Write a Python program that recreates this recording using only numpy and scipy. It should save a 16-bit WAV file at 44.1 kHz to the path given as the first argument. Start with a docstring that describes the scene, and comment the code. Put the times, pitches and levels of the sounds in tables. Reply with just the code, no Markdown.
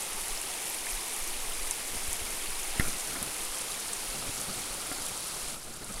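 """A small creek babbles over rocks in a wood throughout: decaying sine bubbles over shaped noise.
Noise under strokes of gain makes the grip's rub and, until about 3.7 s, puffs of air on the microphone.
Chirped sines make clear bubbles, low swings make jolts and band-passed noise makes sharp ticks.
From 2.5 s the hand-held mono camera swings away from the water, blending two spectra; from 2.8 s
the hand bumps the ringing case, and at 5.49 s the water abruptly sounds quieter, then starts to return."""
import sys
import numpy as np
from scipy import signal
from scipy.fft import rfft, irfft, next_fast_len
from scipy.io import wavfile
from scipy.ndimage import map_coordinates

SR = 44100
rng = np.random.default_rng(int(sys.argv[2]) if len(sys.argv) > 2 else 0)


def put_to_file(sound):
    """Save the sound as 16-bit audio at rate SR, in the file named by the first command-line argument."""
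    columns = np.atleast_2d(sound).T  # one column per channel
    safe = np.clip(columns, -1, 1)
    whole_steps = np.round(safe * 32767)
    wavfile.write(sys.argv[1], SR, whole_steps.astype(np.int16))


N = 264585  # samples, 6 s


def amp(db):
    """The decibel law: 20 dB is a tenfold amplitude."""
    return 10 ** (np.asarray(db) / 20)


def unit(x):
    """Normalisation by mean power: scale to rms 1."""
    return x / np.sqrt(np.mean(x ** 2) + 1e-20)


def curves(rows):
    """Linear interpolation: one value per sample for each column after the time."""
    seconds, *columns = np.transpose(rows)
    t = np.arange(N) / SR
    return [np.interp(t, seconds, column) for column in columns]


def wobble(rate):
    """Slow random modulation: a smooth spline through rate random knots a second."""
    knots = rng.standard_normal(int(N * rate / SR) + 4)
    return map_coordinates(knots, [np.arange(N) * rate / SR])


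def filtered(x, response):
    """Linear filtering: multiply the spectrum of x by a response of frequency."""
    m = next_fast_len(N + SR // 2)
    hz = np.fft.rfftfreq(m, 1 / SR)
    return irfft(rfft(x, m) * response(hz), m)[:N]


def coloured(x, spectrum):
    """Spectral shaping: filter x through (Hz, dB) points on a log axis, at rms 1."""
    f, db = np.transpose(spectrum)

    def response(hz):
        return amp(np.interp(np.log(hz + 1), np.log(f + 1), db))

    return unit(filtered(x, response))


def add(track, s, sound):
    """Superposition: mix a sound into the track at time s in seconds."""
    part = track[max(round(s * SR), 0):][:len(sound)]
    part += sound[:len(part)]


def strokes(rows, attack, release, rest_db):
    """Amplitude envelope: (start, length, dB) strokes swell, hold and fade over a resting level."""
    t = np.arange(N) / SR
    swells = []
    for s, length, db in rows:
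        swell = (t - s) / attack
        fade = 1 - (t - s - length) / release
        swells.append(amp(db) * np.clip(np.minimum(swell, fade), 0, 1))
    return np.maximum(amp(rest_db), np.max(swells, axis=0))


# How far the camera points away from the pool. Each row: time in seconds, share from 0 to 1.
CAMERA_TURN = [(0, 0.21), (2.5, 0.08), (3.3, 0.38), (4.6, .7), (5.2, 0.93), (6, 0.86)]


def turned():
    """Orientation to the source: the camera's swing away from the pool, 0-1."""
    return np.clip(curves(CAMERA_TURN)[0], 0, 1)


# steady level of the water at the camera, and what it would lose with the camera fully away
WATER_DB, AWAY_LOSS_DB = -36, 1.5
# the abrupt drop; the hold counts from its start
DIP_START_S, DIP_FALL_S, DIP_DB = 5.49, 0.085, 7
DIP_HOLD_S, RECOVER_DB_PER_S = 0.35, 26


def water_gain():
    """Attenuation adds in dB: a small loss with the turn, then an abrupt dip that starts to recover."""
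    since = np.arange(N) / SR - DIP_START_S
    fall_db = DIP_DB * np.clip(since / DIP_FALL_S, 0, 1) ** 2
    recovery_db = RECOVER_DB_PER_S * np.maximum(since - DIP_HOLD_S, 0)
    dip_db = np.maximum(fall_db - recovery_db, 0)
    return amp(WATER_DB - AWAY_LOSS_DB * turned() ** 3 - dip_db)


def bubble(age, cycles, rise):
    """Damped resonance: a bubble rings and sharpens as it nears the surface; age counts its periods."""
    life = age / cycles
    onset = 1 - np.exp(-2 * age)
    return np.sin(2 * np.pi * age * (1 + rise * life / 2)) * np.exp(-life) * onset


def swarm(lo_hz, hi_hz, cycles, rise, spread_db, count):
    """Incoherent sum: random bubbles of a band, as strong per Hz as white noise of rms 1."""
    when, pitch, chance = rng.random((count, 3)).T
    hz = lo_hz * (hi_hz / lo_hz) ** pitch
    size = hz * amp(-spread_db * np.log(chance + 1 / 50))  # a few bubbles are much stronger
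    # samples per bubble, capped to bound the memory
    k = np.arange(min(int(2 * 2 * cycles * SR / lo_hz), 5000000 // count))
    rings = size[:, None] * bubble(hz[:, None] * k / SR, cycles, rise)
    places = (when * N).astype(int)[:, None] + k
    track = np.bincount(places.ravel(), rings.ravel())[:N]
    return unit(track) * np.sqrt(abs(hi_hz - lo_hz) / (SR / 2))


# The water heard from the front. Each row: frequency in Hz, relative response in dB.
FRONT_SPECTRUM = [(100, -61), (170, -16), (234, -9), (329, -3.5), (376, -3.5), (413, -3), (614, -7),
                  (800, -2), (1460, -8.5), (2180, -2.5), (4290, -7), (7850, -5.5), (9670, 0), (13800, -14),
                  (15500, -20.5)]
# The water heard from the side. Each row: frequency in Hz, relative response in dB.
SIDE_SPECTRUM = [(150, -5), (380, -3.5), (800, -2.5), (1050, -4), (1350, -2), (1750, -9), (2150, -6),
                 (3100, -5.5), (4300, -3), (6300, -5.5), (9600, -1.5), (10600, -2), (12600, -13.5),
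                 (15700, -20)]


def creek():
    """Bubble acoustics: large, small and tiny bubbles ring over the wash of countless faint ones."""
    gurgles = swarm(279.84, 1293.0, cycles=9.16, rise=0.053, spread_db=2.5, count=1100)
    babble = swarm(1123.0, 5436.6, cycles=5.3, rise=0.014, spread_db=3.0, count=4500)
    spray = swarm(5280, 14450, cycles=2.4, rise=0.0173, spread_db=3.0, count=9000)
    wash = rng.standard_normal(N)
    # the spray comes in quick spurts on slower surges
    spurts = amp(1.0 * wobble(11) + 2.197 * wobble(30) + 1.8 * wobble(110))
    water = amp(-2) * gurgles + amp(-3.5) * babble + amp(-2.0) * spray * spurts + amp(0.5) * wash
    turn = turned()
    front = (1 - turn) * coloured(water, FRONT_SPECTRUM)
    side = turn * coloured(water, SIDE_SPECTRUM)
    return water_gain() * (front + side)


# Colour of the rubbing grip. Each row: frequency in Hz, relative response in dB.
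RUB_SPECTRUM = [(30, 3.5), (80, -2), (190, 0.5), (300, -4), (480, -6.5), (720, -7.5), (1000, -17.5),
                (1330, -7), (1750, -15), (5000, -35)]
# Slides of the grip on the case. Each row: start in seconds, length in seconds, rms level in dB.
RUB_STROKES = [(1.88, 0.44, -50), (2.74, 0.13, -40.5), (3.05, 0.2, -44.5), (4.1, 0.48, -45.5),
               (4.62, 0.48, -51), (5.25, 1, -49)]


def grip_rub():
    """Stick-slip friction: the grip rubs the case in uneven slips over a faint resting rub."""
    slips = unit(rng.standard_normal(N) * amp(2.95 * wobble(45)))
    gain = strokes(RUB_STROKES, attack=0.05, release=0.16, rest_db=-56)  # seconds, seconds, dB
    return gain * coloured(slips, RUB_SPECTRUM)


# Colour of the buffeting air. Each row: frequency in Hz, relative response in dB.
AIR_SPECTRUM = [(3, -26), (10, -1), (20, -13), (35, -23.5), (70, -34.5), (160, -70), (500, -90)]
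# Puffs of air. Each row: start in seconds, length in seconds, rms level in dB.
AIR_PUFFS = [(.12, 0.3, -41.5), (1.17, 0.41, -35), (1.82, 0.53, -40.5), (2.38, 0.39, -37.5),
             (3.36, 0.086, -41)]


def air_puffs():
    """Turbulent pressure: slow puffs of air press on the microphone over a calmer stir."""
    gain = strokes(AIR_PUFFS, attack=0.054, release=0.22, rest_db=-50)  # seconds, seconds, dB
    return gain * coloured(rng.standard_normal(N), AIR_SPECTRUM)


# Single bubbles that stand out. Each row: start in seconds, nominal level in dB, starting pitch in Hz.
CLEAR_BUBBLES = [(.134, -23, 8400), (.375, -24.5, 5130), (.867, -30, 1750), (.869, -31, 2051),
                 (1.342, -30, 2880), (2.08, -24, 7700), (2.632, -21, 6540), (2.874, -32, 2300),
                 (3.153, -34, 1380), (3.719, -27, 3817), (5.942, -22, 8100)]


def plinks():
    """Damped resonance: single bubbles close by ring out above the rest."""
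    track, t = np.zeros(N), np.arange(SR // 20) / SR
    for s, db, hz in CLEAR_BUBBLES:
        add(track, s, amp(db) * bubble(hz * t, cycles=6.2, rise=0.015))
    return track


# Soft low jolts as the camera is moved. Each row: start in seconds, nominal level in dB, frequency in Hz.
ARM_JOLTS = [(.29, -36, 23), (.925, -30.5, 22), (1.965, -39, 60), (2.081, -33.5, 56), (2.214, -37.5, 64),
             (2.799, -24.5, 8.6), (4.085, -35, 21), (4.70, -38, 28), (5.43, -40, 40), (5.94, -35, 24)]


def jolts():
    """Damped oscillation: a jolt of the arm rocks the microphone for a cycle or two."""
    track, t = np.zeros(N), np.arange(SR // 2) / SR
    for s, db, hz in ARM_JOLTS:
        swing = hz * t / 0.35  # the envelope peaks after 0.35 cycle
        envelope = swing * np.exp(1 - swing)
        add(track, s, -amp(db) * envelope * np.sin(2 * np.pi * hz * t))
    return track


# fainter random ticks: nominal level over the water's gain, pitch, scatter of each, ring time
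FAINT_TICK_DB, FAINT_SCATTER_DB = 14.5, 1.5
FAINT_TICK_HZ, FAINT_SCATTER_OCTAVES, FAINT_T60_S = 9100, 0.1, 0.0054


def faint_ticks(count):
    """Random arrivals: rows of small ticks at uniform times that follow the water's level."""
    gain, rows = water_gain(), []
    for when, size, pitch in rng.random((count, 3)):
        water_db = 20 * np.log10(gain[int(when * N)])
        db = water_db + FAINT_TICK_DB + FAINT_SCATTER_DB * (2 * size - 1)
        hz = FAINT_TICK_HZ * 2 ** (FAINT_SCATTER_OCTAVES * (2 * pitch - 1))
        rows.append((when * N / SR, db, hz, FAINT_T60_S))
    return rows


# The loudest ticks of droplets and dry litter. Each row: start in seconds, nominal level in dB
# (the snap peaks 4 dB lower), centre frequency in Hz, 60 dB decay time in seconds.
LOUD_TICKS = [(.415, -16, 9500, .008), (.698, -20.5, 10700, .026), (.744, -20, 9700, 0.035),
              (1.163, -19, 9700, .015), (1.71, -9.5, 8500, 0.0061), (2.130, -13, 9400, .004),
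              (2.7965, -18, 10500, .01), (2.882, -20, 10000, .008), (3.2272, -15.5, 10100, .016),
              (3.450, -19, 9500, .031), (3.9325, -15, 8360, 0.0086), (4.414, -17.5, 7800, 0.0097),
              (5.064, -21, 9000, .008), (5.4833, -19, 9300, .004), (5.844, -24, 9000, 0.019)]


def ticks():
    """Impulsive excitation: each tick is a bright snap with a faint scatter from the banks."""
    track, t = np.zeros(N), np.arange(SR // 20) / SR
    for s, db, hz, t60 in LOUD_TICKS + faint_ticks(count=14):
        edges = [hz * 0.78, min(hz * 1.2, SR / 2 - 1)]
        band = signal.butter(3, edges, "bandpass", fs=SR, output="sos")
        scatter = amp(-13 - 60 * t / 0.045)
        fade = amp(-60 * t / t60) + scatter
        snap = signal.sosfilt(band, fade * rng.standard_normal(len(t)))
        add(track, s, amp(db - 4.0) * snap / np.abs(snap).max())
    return track


# Modes of the plastic case. 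Each row: frequency in Hz, mean relative level in dB,
# 60 dB decay time in seconds.
CASE_MODES = [(271, -9.5, 0.048), (745, -9, 0.032), (1391, -7, 0.066), (1670, -7, 0.0076),
              (1800, -1, 0.015), (2070, 1.5, 0.022), (2040, -27, 0.038), (2920, -21, .01),
              (4160, -41, .006)]
# Bumps of the hand on the case. Each row: start in seconds, nominal level in dB,
# push of the palm in relative dB, low-pass cutoff in Hz.
HAND_BUMPS = [(2.7968, -20.5, 8, 5000), (2.7983, -17, -12, 5500), (2.808, -17.5, -22, 2000),
              (3.16, -23.5, -20, 1480), (4.294, -25, -8, 1100), (4.915, -18.5, -16, 1280),
              (4.983, -23, -25, 1200)]


def bumps():
    """Modal excitation: the hand bumps the case, a short ring and a scuff on top of a soft low push."""
    track, t = np.zeros(N), np.arange(SR // 4) / SR
    for s, db, push_db, bright_hz in HAND_BUMPS:
        ring = np.zeros(len(t))
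        for hz, level, t60 in CASE_MODES:
            decay = amp(level + rng.normal(0, 0.82) - 60 * t / t60)
            ring += decay * np.sin(2 * np.pi * (hz * t + rng.random()))
        scuff = amp(-3.5 - 60 * t / 0.064) * rng.standard_normal(len(t))
        # soft skin damps the upper modes
        skin = signal.butter(3, bright_hz, fs=SR, output="sos")
        contact = signal.sosfilt(skin, ring + scuff)
        # the palm presses and lets go within a few milliseconds
        push = np.sin(np.pi * np.minimum(t / 0.0038, 1)) ** 2
        add(track, s, amp(db) * (0.47 * contact + amp(push_db) * 0.92 * push))
    return track


def scene():
    """Superposition at one microphone, which feeds both channels."""
    mono = creek() + grip_rub() + air_puffs() + plinks() + jolts() + ticks() + bumps()
    return np.array([mono, mono])


TOP_HZ = 15800


def record(dry):
    """Band limitation: the camera keeps nothing from TOP_HZ up."""
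    return np.array([filtered(channel, lambda hz: hz < TOP_HZ) for channel in dry])


dry = scene()
out = record(dry)
put_to_file(out)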